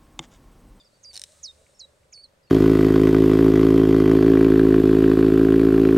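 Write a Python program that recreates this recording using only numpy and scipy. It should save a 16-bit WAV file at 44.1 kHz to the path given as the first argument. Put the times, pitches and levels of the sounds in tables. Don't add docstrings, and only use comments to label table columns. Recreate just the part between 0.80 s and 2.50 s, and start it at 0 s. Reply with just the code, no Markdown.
import sys
import numpy as np
from scipy import signal
from scipy.fft import rfft, irfft, next_fast_len
from scipy.io import wavfile
from scipy.ndimage import uniform_filter1d, map_coordinates

SR = 44100
rng = np.random.default_rng(int(sys.argv[2]) if len(sys.argv) > 2 else 0)


def dump(signal):
    limited = np.clip(np.atleast_2d(signal).T, -1, 1)
    pcm = np.round(limited * 32767).astype(np.int16)
    wavfile.write(sys.argv[1], SR, pcm)


N = 74970


def amp(db):
    return 10 ** (np.asarray(db) / 20)


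def unit(x):
    return x / np.sqrt(np.mean(x ** 2) + 1e-20)


def along(points, hz):
    freqs, values = np.transpose(points)
    return np.interp(np.log(hz + 1), np.log(freqs + 1), values)


def curves(rows):
    times, *columns = np.transpose(rows)
    return [np.interp(np.arange(N) / SR, times, column) for column in columns]


def wobble(per_s):
    return map_coordinates(rng.standard_normal(int(N * per_s / SR) + 4), [np.arange(N) * per_s / SR])


def filtered(x, gain_at):
    size = next_fast_len(N + SR // 2)
    return irfft(rfft(x, size) * gain_at(np.fft.rfftfreq(size, 1 / SR)), size)[..., :N]


def rush(spectrum, alike):
    def gains(hz):
        likeness = along(alike, hz) if np.ndim(alike) else np.full_like(hz, alike)
        angle = np.arccos(likeness) / 2
        return amp(along(spectrum, hz)) * [np.cos(angle), np.sin(angle)]
    mid, side = filtered(rng.standard_normal((2, N)), gains)
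    return unit(np.array([mid + side, mid - side]))


def echoes(x, fade_s):
    t = np.arange(SR // 2) / SR
    tail = rng.standard_normal((2, len(t))) * amp(-60 * t / fade_s)
    return signal.fftconvolve(x[None], tail / np.linalg.norm(tail[0]), axes=1)[:, :N]


def add(track, start_s, sound):
    part = track[round(start_s * SR):][:len(sound)]
    part += sound[:len(part)]


def whistle(hz, db, start_s, end_s, tones=((1, 0),), jitter=0.0043):
    t = np.arange(N) / SR
    edge_s = 0.0022
    inside_s = np.minimum(t - start_s, end_s - t)
    gate = np.sin(np.pi / 2 * np.clip(inside_s / edge_s + 1, 0, 1)) ** 2
    shaky_hz = uniform_filter1d(hz, size=130) * (1 + jitter * wobble(per_s=600))
    shaky_db = db + 0.72 * wobble(per_s=250)
    phase = 2 * np.pi * np.cumsum(shaky_hz) / SR
    wave = sum(amp(gain_db) * np.sin(multiple * phase) for multiple, gain_db in tones)
    return np.sqrt(2) * gate * amp(shaky_db) * wave


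def bird_note(rows, tones=((1, 0),)):
    return whistle(*curves(rows), rows[0][0], rows[-1][0], tones)


# frequency_hz, gain_db
AIR_SPECTRUM = [(20, -2), (45, 0), (130, 0.5), (200, -3.5), (330, -6), (800, -7.5), (1400, -9.5),
                (3000, -16.5), (5000, -18.5), (9000, -27), (12000, -27.5), (15500, -34)]
# frequency_hz, likeness_0_to_1
AIR_ALIKE = [(60, 0.96), (130, 0.97), (280, 0.3), (1000, 0), (4000, 0.2), (13000, 0.84)]

def open_air():
    return amp(-65.5) * rush(AIR_SPECTRUM, AIR_ALIKE)


# frequency_hz, gain_db
RUMBLE_SPECTRUM = [(20, -28), (45, -25), (72, 12.5), (100, -12), (200, -26.5), (600, -120)]
# time_s, level_db
RUMBLE_LEVEL = [(0, -65.5), (.17, -95), (.28, -69.5), (.5, -67.5), (.68, -68), (.81, -67.5), (.94, -76.5),
                (1.16, -75), (1.22, -59.5), (1.29, -70.5), (1.7, -87.5)]

def rumble():
    return amp(curves(RUMBLE_LEVEL)[0]) * rush(RUMBLE_SPECTRUM, alike=0.99)


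# frequency_hz, gain_db
HISS_SPECTRUM = [(1200, -11), (2000, -5.5), (3200, -7.5), (3850, 1), (4800, -5), (5600, -3.5), (7000, -1),
                 (8700, 2.5), (9700, -5.5), (11000, -15), (15000, -23)]
# time_s, level_db
HISS_LEVEL = [(0, -74.5), (.31, -68.5), (.37, -59), (.47, -59.5), (.59, -61), (.7, -65.5), (.92, -67),
              (1.1, -72), (1.4, -77), (1.7, -81)]

def hiss():
    return amp(curves(HISS_LEVEL)[0]) * rush(HISS_SPECTRUM, alike=0.97)


# frequency_hz, gain_db
HUM_SPECTRUM = [(100, -120), (330, -22), (445, -1), (485, -13.5), (535, 2), (620, -1), (700, -18),
                (1000, -23.5), (2500, -120)]
# time_s, level_db
WHIRR_LEVEL = [(0, -73.5), (.5, -69.5), (.68, -77), (.8, -68), (1.0, -72), (1.1, -68), (1.3, -72),
               (1.7, -71.5)]

def whirr():
    beats_per_s, beat_hz, fade_s = 24.93, 555.4, 0.049
    beats, t = np.zeros(N), np.arange(SR // 10) / SR
    for start_s in np.arange(0.011, N / SR, 1 / beats_per_s):
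        detune, gain_db = rng.normal(0, [0.04, 2])
        ring = np.sin(2 * np.pi * beat_hz * (1 + detune) * t)
        add(beats, start_s, amp(gain_db - 60 * t / fade_s) * ring)
    hum = rush(HUM_SPECTRUM, alike=0.33)
    return amp(curves(WHIRR_LEVEL)[0]) * (unit(beats) + hum)


# time_s, pitch_hz, level_db
NASAL_NOTE = [(0, 1223, -60), (.012, 1193, -58.5), (0.021, 1114, -69)]
ARCHING_WHISTLE = [(.116, 4090, -79), (.145, 4630, -69.5), (.168, 4556, -69.5), (.185, 4300, -89),
                   (.215, 4030, -80)]
# pitch_multiple, gain_db
NASAL_TONES = [(3, 2), (4, 0), (6, -11.5)]
# start_s, length_s, from_pitch_hz, toward_pitch_hz, level_db
FAR_PEEPS = [(0.025, .016, 4780, 4550, -68.5), (0.047, 0.031, 5550, 4600, -63),
             (.947, 0.019, 5530, 5280, -68), (0.972, 0.019, 5530, 5380, -69.5),
             (1.632, 0.035, 4960, 4790, -72), (1.673, 0.023, 4360, 4420, -69)]
FAR_HOOTS = [(0.491, 0.044, 573.5, 625, -67.5), (0.527, 0.078, 1133, 1260, -76),
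             (0.777, 0.06, 602.6, 647, -67.5)]

def far_birds():
    glide_s = 0.0093
    t = np.arange(N) / SR
    calls = bird_note(NASAL_NOTE, NASAL_TONES) + bird_note(ARCHING_WHISTLE)
    for start_s, length_s, from_hz, toward_hz, db in FAR_PEEPS + FAR_HOOTS:
        age_s = np.maximum(t - start_s, 0)
        hz = toward_hz + (from_hz - toward_hz) * np.exp(-age_s / glide_s)
        calls += whistle(hz, db, start_s, start_s + length_s, jitter=0.009)
    return calls + amp(-6) * echoes(calls, fade_s=0.17)


# start_s, level_db, pitch_hz
DRIPS = [(0.247, -51.5, 2100), (0.3114, -49, 2210), (0.865, -50, 2190), (1.232, -55, 2080),
         (1.3273, -43.5, 2295), (1.3765, -50, 2290), (1.399, -56, 2300), (1.676, -54.5, 2680)]
# low_hz, high_hz
SPLASH_BAND = [2240, 2700]

def drips():
    attack_s, bubble_fade_s, splash_fade_s, rise_per_s = 0.00066, 0.014, 0.03, 7.1
    out, t = np.zeros(N), np.arange(SR // 40) / SR
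    band = signal.butter(2, SPLASH_BAND, "band", fs=SR, output="sos")
    onset = 1 - np.exp(-t / attack_s)
    for start_s, db, hz in DRIPS:
        phase = 2 * np.pi * hz * t * (1 + rise_per_s * t / 2)
        bubble = amp(-60 * t / bubble_fade_s) * np.sin(phase)
        noise = unit(signal.sosfilt(band, rng.standard_normal(len(t))))
        splash = amp(-11 - 60 * t / splash_fade_s) * noise
        add(out, start_s, amp(db) * onset * (bubble + splash))
    return out + amp(-12) * echoes(out, fade_s=0.058)


# frequency_hz, gain_db
SCUFF_SPECTRUM = [(30, -33), (100, 5.5), (400, -10), (800, 2), (1100, -5.5), (8000, -22)]
# time_s, level_db
SCUFF_LEVEL = [(.3, -100), (.335, -63.5), (.37, -58), (.41, -82), (.47, -100)]

def scuff():
    return amp(curves(SCUFF_LEVEL)[0]) * rush(SCUFF_SPECTRUM, alike=0.98)


# start_s, gain_db, snap_pitch_hz
CREAK_CLICKS = [(0.332, -41.5, 9000), (0.3373, -42, 8850), (.341, -37.5, 8750), (0.3444, -37, 8700),
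                (0.3478, -37, 8840), (.357, -31, 8930), (0.3659, -29, 8850), (.376, -26.5, 8500),
                (0.3954, -30, 8460), (0.4167, -25.5, 8630), (.438, -26.5, 9300), (0.5208, -51, 8700)]
# pitch_hz, gain_db, fade_s
CREAK_TONES = [(2003, -16, 0.01), (2540, -18, 0.0088), (3110, -12, 0.0086), (3940, -5, 0.0098),
               (4280, -9.5, 0.0085), (5440, 2, 0.0058), (5940, -4.5, .0075), (7130, -7.5, 0.0094),
               (8300, -9, 0.0089), (9600, -25, 0.001), (13500, -21, 0.0017)]

def creak():
    low_hz, fuller_db_per_s = 4030, 77
    snap_db, snap_fade_s, grit_fade_s, attack_s = -4, 0.0099, 0.005, 0.00006
    out, t = np.zeros(N), np.arange(SR // 25) / SR
    onset = 1 - np.exp(-t / attack_s)
    for start_s, db, snap_hz in CREAK_CLICKS:
        fuller_db = fuller_db_per_s * (start_s - 0.4)
        ring = np.zeros(len(t))
        for hz, gain_db, fade_s in CREAK_TONES + [(snap_hz, snap_db, snap_fade_s)]:
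            lowness = np.clip(np.log2(low_hz / hz), 0, 1)
            ring += amp(gain_db + fuller_db * lowness - 60 * t / fade_s) * np.cos(2 * np.pi * hz * t)
        grit = amp(-25 - 60 * t / grit_fade_s) * rng.standard_normal(len(t))
        slip = (t == 0) + grit
        add(out, start_s, amp(db) * onset * signal.fftconvolve(slip, ring)[:len(t)])
    out = signal.sosfilt(signal.butter(8, 1700, "high", fs=SR, output="sos"), out)
    out = signal.sosfilt(signal.butter(2, 11600, "low", fs=SR, output="sos"), out)
    return out + amp(-12) * echoes(out, fade_s=0.041)


# time_s, pitch_hz, level_db
FIRST_PEEP = [(.231, 6270, -59), (.238, 6830, -49), (.242, 6050, -45.5), (.248, 4960, -44.5),
              (.258, 4650, -46.5), (.279, 4870, -48), (.297, 4670, -46.5), (.313, 4540, -49),
              (.328, 4460, -59.5)]
CLOSING_NOTE = [(0.351, 4750, -52), (.357, 4540, -40), (0.368, 4245, -46), (0.38, 4200, -44)]
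SECOND_PEEP = [(0.63, 6590, -51), (.634, 6775, -37.5), (.641, 5940, -34.5), (0.648, 5270, -33),
               (0.662, 4520, -38.5), (.673, 4070, -44.5), (.684, 3766, -44.5), (0.697, 3690, -45),
               (.715, 3665, -51)]
THIRD_PEEP = [(0.987, 7000, -68), (.993, 7300, -51), (.999, 5830, -41), (1.002, 5130, -39.5),
              (1.008, 4340, -43), (1.016, 4150, -40.5), (1.025, 3903, -49), (1.043, 3926, -48),
              (1.053, 3827, -53)]
FOURTH_PEEP = [(1.321, 6320, -67), (1.329, 7000, -47), (1.337, 5320, -42), (1.343, 4730, -45),
               (1.356, 4470, -49.5), (1.374, 4460, -48), (1.412, 4438, -53), (1.42, 4570, -55.5),
               (1.432, 4720, -54), (1.442, 4450, -43.5), (1.453, 4145, -52), (1.462, 4050, -59)]
# frequency_hz, gain_db
OCTAVE_COLOUR = [(7100, 0), (7450, -8), (8200, 1.5), (9000, 3.5), (10000, -12.5), (11500, -15),
                 (13500, -19)]

def shorebird():
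    scatter_above_hz, pan_db = 4360, 1.82
    notes = (FIRST_PEEP, CLOSING_NOTE, SECOND_PEEP, THIRD_PEEP, FOURTH_PEEP)
    song = sum(bird_note(note, tones=[(1, 0), (2, -23)]) for note in notes)
    song = filtered(song, lambda hz: amp(along(OCTAVE_COLOUR, hz)))
    highs = filtered(song, lambda hz: 1 - 1 / (1 + (hz / scatter_above_hz) ** 8))
    scattered = amp(-6) * echoes(highs, fade_s=0.058)[0]
    near = (song + scattered) * amp([[-pan_db], [pan_db]])
    return near + amp(-23) * echoes(song, fade_s=0.4)


def scene():
    background = open_air() + rumble() + hiss() + whirr()
    return background + shorebird() + far_birds() + creak() + scuff() + drips()


def record(dry):
    return filtered(dry, lambda hz: hz < 15850)


dry = scene()
out = record(dry)
dump(out)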